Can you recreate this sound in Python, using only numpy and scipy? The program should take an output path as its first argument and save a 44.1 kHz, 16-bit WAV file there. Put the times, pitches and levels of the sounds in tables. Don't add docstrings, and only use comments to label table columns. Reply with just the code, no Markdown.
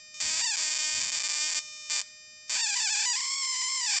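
import sys
import numpy as np
from scipy import signal
from scipy.fft import rfft, irfft, next_fast_len
from scipy.io import wavfile
from scipy.ndimage import uniform_filter1d

SR = 44100
rng = np.random.default_rng(int(sys.argv[2]) if len(sys.argv) > 2 else 0)


def store_wav(level_fs):
    pcm = np.round(np.clip(np.atleast_2d(level_fs), -1, 1) * 32767)
    wavfile.write(sys.argv[1], SR, pcm.T.astype(np.int16))


N = 176400
TIME = np.arange(N) / SR

# frequency in Hz, relative level in dB.
ROOM_SPECTRUM = [(25, -8.5), (60, -3), (200, -4.5), (450, -12.5), (900, -17.5), (2400, -11), (3300, -14.5),
                 (3900, -22.5), (4700, -14.5), (5800, -14.5), (7400, -18.5), (8400, -15)]
RUMBLE_SPECTRUM = [(30, -23), (65, -4.5), (102, 0), (130, -8), (200, -3), (320, -13), (600, -25.5),
                   (2000, -75)]
# peak time in seconds, level in dB, seconds to decay by 60 dB.
RUMBLE_PEAKS = [(.25, -54, 1), (.96, -54.5, 1), (2.551, -65.5, 0.54)]
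# time in seconds, frequency in Hz.
DRIVE_PITCH = [(0, 611.7), (.2, 608.2), (.37, 639.7), (.6, 617.6), (.86, 611.2), (.98, 616.4),
               (1.13, 614.2), (1.28, 598), (1.39, 600.3), (1.475, 614.4), (1.56, 606.7), (1.89, 607),
               (1.93, 600), (2.04, 610), (2.49, 609.4), (2.56, 625)]
# multiple of the drive frequency, level in dB.
WHINE_HARMONICS = [(1, -70.5), (2, -75.5), (3, -62.5), (4, -57.5), (5, -66), (6, -62.5), (7, -66.5),
                   (8, -56), (9, -59), (10, -58), (11, -72.5), (12, -58.5)]
# start in seconds, end in seconds, relative level in dB.
CORONA_SPANS = [(0.141, 0.204, -28), (0.56, 1.604, -26.5), (1.594, 2.025, -28), (2.479, 2.557, -34)]
# start in seconds, end in seconds, relative level in dB.
SPARK_RUNS = [(0.203, 0.405, -11), (0.569, .737, -11), (0.74, 0.779, -11.5), (0.786, 1.05, -11),
              (1.055, 1.105, -12), (1.119, 1.189, -11.5), (1.197, 1.226, -12), (1.235, 1.281, -11.5),
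              (1.287, 1.537, -11), (1.546, 1.593, -10.5), (1.899, 2.006, -11), (2.015, 2.016, -10.5),
              (2.496, 2.504, -11.5), (2.505, 2.557, -11.5)]
# time in seconds, chance of a late spark (wide gap), of an early one (narrow gap).
STUMBLE_CHANCES = [(.2, .1, 0.25), (.33, 0.07, 0.26), (.39, 0.03, 0.66), (.6, 0.28, 0.35), (.68, 0.09, 0),
                   (.77, 0.4, 0.02), (.79, 0.09, 0.04), (.93, .03, 0.06), (1.0, 0.35, 0.15),
                   (1.1, 0.58, .1), (1.15, 0.18, 0.22), (1.22, 0.68, 0.31), (1.24, 0, 0.15), (1.26, 0, 0),
                   (1.275, 0.56, 0.2), (1.4, 0.01, 0.02), (1.475, 0.02, 0), (1.49, 0.57, 0),
                   (1.55, 0.1, 0.02), (1.94, 0.07, 0.01), (2.0, 0.47, 0.27), (2.52, 0.25, .2),
                   (2.555, 0, .7)]
# time in seconds, nominal sparks per second, unsteadiness (0 is even).
SHORT_ARC_PACE = [(.405, 880, .12), (.435, 895, 0.03), (.452, 1010, .012), (.462, 920, .03),
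                  (.487, 880, 0.0082), (.497, 930, 0.0074), (.52, 815, 0.018), (.54, 835, 0.048),
                  (.558, 800, 0.084)]
LONG_ARC_PACE = [(2.553, 903.6, .16), (2.605, 886.2, .06), (2.62, 937, 0.0055), (2.645, 892, 0.013),
                 (2.667, 819, .022), (2.685, 860, 0.05), (2.715, 801.6, 0.024), (2.753, 833, 0.074),
                 (2.76, 969, .055), (2.825, 889.5, 0.045), (2.848, 884, 0.0049), (2.884, 735, 0.018),
                 (2.895, 826, .05), (2.92, 886, 0.029), (2.942, 827, 0.022), (2.965, 775, 0.096),
                 (2.975, 860, 0.04), (3.05, 810.6, 0.073), (3.06, 990, 0.027), (3.09, 986, 0.02),
                 (3.127, 950, 0.011), (3.133, 840, 0.035), (3.152, 852, 0.019), (3.158, 1022, 0.063),
                 (3.32, 1096, 0.03), (3.49, 1056, 0.029), (3.56, 1023, 0.041), (3.76, 1047, 0.028),
                 (3.86, 961, 0.035), (3.872, 860, 0.041), (3.93, 834, .07), (3.987, 687, 0.11)]
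# time in seconds, relative level in dB.
SHORT_ARC_LEVEL = [(0.41, -31), (0.555, -31)]
LONG_ARC_LEVEL = [(2.56, -31), (2.76, -31.5), (2.879, -30), (3.108, -30), (3.17, -32), (3.228, -34.5),
                  (3.808, -33), (3.98, -28.5)]
# frequency in Hz, gain in dB.
CORONA_SPECTRUM = [(300, 10), (600, -7), (1200, 3.5), (1800, -5), (2500, 4.5), (4200, 0), (4900, -9),
                   (5500, 0.5), (6100, -4.5), (7300, 1), (8200, -15)]
SPARK_SPECTRUM = [(100, -26), (300, 2), (470, -8.5), (620, -1), (800, -0.5), (1100, 4), (1450, 1.5),
                  (2000, -1.5), (3050, 1), (4000, 1.5), (6000, -0.5), (7600, -2), (8200, -8.5)]
ARC_SPECTRUM = [(300, -4.5), (550, -4), (800, 3), (1000, 8), (1170, 3), (1400, 13.5), (1700, 4),
                (2150, 2.5), (2600, 6), (3300, 5), (4000, 5), (4700, 4.5), (6000, 2), (7600, 1.5),
                (8200, -6.5)]
CLOSE_ARC_SPECTRUM = [(550, -6), (1050, 9), (1250, 5.5), (1700, 4), (2150, 4), (3700, 4.5), (4300, 3),
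                      (5300, 6.5), (6650, -1.5), (7300, 3.5), (8200, -5)]
# frequency in Hz, bandwidth in Hz, gain in dB.
SNAP_MODES = [(860, 630, -17), (1410, 200, -21), (2153, 110, -10), (2330, 490, -7.5), (2410, 344, -5),
              (3093, 89, -3.5), (3588, 490, -4.5), (4242, 110, -6), (4741, 380, 3), (5338, 303, -0.5),
              (5963, 400, 6), (6730, 180, -8.5), (6887, 330, 7), (7464, 183, 2.5)]
# delay in seconds, gain in dB.
BENCH_ECHOES = [(.0004, -16.5), (.00108, -12.5), (.00178, -22), (.0025, -17.5)]


def from_db(db):
    return 10 ** (np.asarray(db) / 20)


def curve(rows, times, column=1):
    rows = np.array(rows)
    return np.interp(times, rows[:, 0], rows[:, column])


def colour(x, spectrum):
    size = 2 * next_fast_len(N // 2 + 4096)
    hz, db = np.transpose(spectrum)
    bin_hz = np.arange(size // 2 + 1) * SR / size
    gain = from_db(np.interp(np.log(bin_hz + 1), np.log(hz), db))
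    cepstrum = irfft(np.log(gain))
    cepstrum[1:size // 2] *= 2
    cepstrum[size // 2 + 1:] = 0
    return irfft(rfft(x, size) * np.exp(rfft(cepstrum)))[:N]


def noise(spectrum):
    x = colour(rng.standard_normal(N), spectrum)
    return x / x.std()


def clicks(times, db):
    centres = np.asarray(times)[:, None] * SR
    taps = centres.astype(int) + np.arange(-3, 5)
    pulses = np.sinc(taps - centres) * np.sinc((taps - centres) / 4) * from_db(db)[:, None]
    return np.bincount(np.clip(taps, 0, N - 1).ravel(), pulses.ravel(), N)


def background(room_db=-65.5, rise_s=.046):
    swell = 0
    for peak, db, t60 in RUMBLE_PEAKS:
        rise = np.clip((TIME - peak) / rise_s + 1, 0, 1)
        swell += rise * from_db(db - 60 * np.maximum(TIME - peak, 0) / t60)
    return from_db(room_db) * noise(ROOM_SPECTRUM) + swell * noise(RUMBLE_SPECTRUM)


def whine(drive_turns):
    in_short_arc = (TIME > SHORT_ARC_PACE[0][0]) & (TIME < SHORT_ARC_PACE[-1][0])
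    in_long_arc = TIME > LONG_ARC_PACE[0][0]
    gate = uniform_filter1d(np.where(in_short_arc | in_long_arc, 0., 1.), size=200)
    return gate * sum(np.sqrt(2) * from_db(db) * np.sin(2 * np.pi * (k * drive_turns + rng.random()))
                      for k, db in WHINE_HARMONICS)


def corona(cycle_times, spread_db=1.37, hiss_db=-35, flicker_db=3.5, flicker_s=.012):
    flicker = uniform_filter1d(rng.standard_normal(N), size=int(flicker_s * SR))
    hiss = from_db(hiss_db + flicker_db * flicker / flicker.std()) * rng.standard_normal(N)
    sizzle = np.zeros(N)
    for start, end, db in CORONA_SPANS:
        times = cycle_times[(cycle_times > start) & (cycle_times < end)]
        sizzle += clicks(times, db + spread_db * rng.standard_normal(len(times)))
        sizzle += from_db(db) * hiss * (TIME > start) * (TIME < end)
    return colour(sizzle, CORONA_SPECTRUM)


def sparks(cycle_times, spread_db=.7, early_db=-.5, slip_memory=.8):
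    luck = rng.random((N // 50, 2))
    slip_draw, level_draw = rng.standard_normal((N // 50, 2)).T
    late = curve(STUMBLE_CHANCES, cycle_times)
    early = curve(STUMBLE_CHANCES, cycle_times, column=2)
    jitter_s = .000012 + .00016 * (late + early)
    fired = []
    for start, end, db in SPARK_RUNS:
        first, stop = np.searchsorted(cycle_times, [start, end])
        waited, slip_s = 1, 0
        fired.append((start, db))
        for k in range(first + 1, stop):
            is_early = waited == 1
            breaks_down = luck[k, 0] < early[k] if is_early else luck[k, 1] > late[k]
            if breaks_down or waited > 3:
                slip_s = slip_memory * slip_s + jitter_s[k] * slip_draw[k]
                spark_db = db + spread_db * level_draw[k] + early_db * is_early
                fired.append((cycle_times[k] + slip_s, spark_db))
                waited = 0
            waited += 1
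    return colour(clicks(*np.transpose(fired)), SPARK_SPECTRUM)


def free_arc(pace, level, gain_db=13, spread_db=.5, flutter_db=1.0, memory=.72):
    draws, luck = rng.standard_normal((2000, 5)), rng.random((2000, 2))
    now, end = pace[0][0], pace[-1][0]
    fired, writhe = [], np.zeros(2)
    wait = 1
    for (wander, scatter, strength, *push), (trip, shortening) in zip(draws, luck):
        if now > end:
            break
        period = 1 / curve(pace, now)
        unsteadiness = curve(pace, now, column=2)
        writhe = memory * writhe + np.sqrt(1 - memory ** 2) * np.array(push)
        rate_waver, level_waver = writhe
        spark_db = 20 * np.log10(wait) + spread_db * strength + flutter_db * level_waver
        fired.append((now + .1 * unsteadiness * period * scatter, spark_db))
        wait = np.exp(unsteadiness * (.45 * wander + .8 * rate_waver))
        if trip < 3.5 * (unsteadiness - .035):
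            wait *= 1 - shortening / 2
        now += period * wait
    times, db = np.transpose(fired)
    return clicks(times, gain_db + db + curve(level, times))


def screech(close_from_s=3.155):
    arc = free_arc(SHORT_ARC_PACE, SHORT_ARC_LEVEL) + free_arc(LONG_ARC_PACE, LONG_ARC_LEVEL)
    close = TIME > close_from_s
    return colour(arc * ~close, ARC_SPECTRUM) + colour(arc * close, CLOSE_ARC_SPECTRUM)


def snap(discharges):
    ringing = np.zeros(N)
    for hz, bandwidth, db in SNAP_MODES:
        radius = np.exp(-np.pi * bandwidth / SR)
        feedback = [1, -2 * radius * np.cos(2 * np.pi * hz / SR), radius ** 2]
        gain = from_db(db) * (1 - radius ** 2) / 2
        ringing += gain * signal.lfilter([1, 0, -1], feedback, discharges + 1e-18)
    return ringing


def bench(direct):
    t = TIME[:SR // 2]
    response = clicks(*np.transpose(BENCH_ECHOES))[:len(t)]
    for db, t60 in ((-12, .03), (-18.5, .52)):
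        tail = rng.standard_normal(len(t)) * from_db(-60 * t / t60) * (t > .001)
        response += from_db(db) * tail / np.linalg.norm(tail)
    return direct + signal.fftconvolve(direct, response)[:N]


def scene(discharge_db=7):
    drive_turns = np.cumsum(curve(DRIVE_PITCH, TIME)) / SR
    cycle_times = np.interp(np.arange(1, int(drive_turns[-1])), drive_turns, TIME)
    bed = background() + whine(drive_turns)
    discharges = screech() + sparks(cycle_times) + corona(cycle_times)
    mono = bed + bench(snap(from_db(discharge_db) * discharges))
    return np.array([mono, mono])


def record(dry, cutoff_hz=8750):
    return signal.sosfilt(signal.ellip(10, .3, 75, cutoff_hz, fs=SR, output="sos"), dry)


dry = scene()
out = record(dry)
store_wav(out)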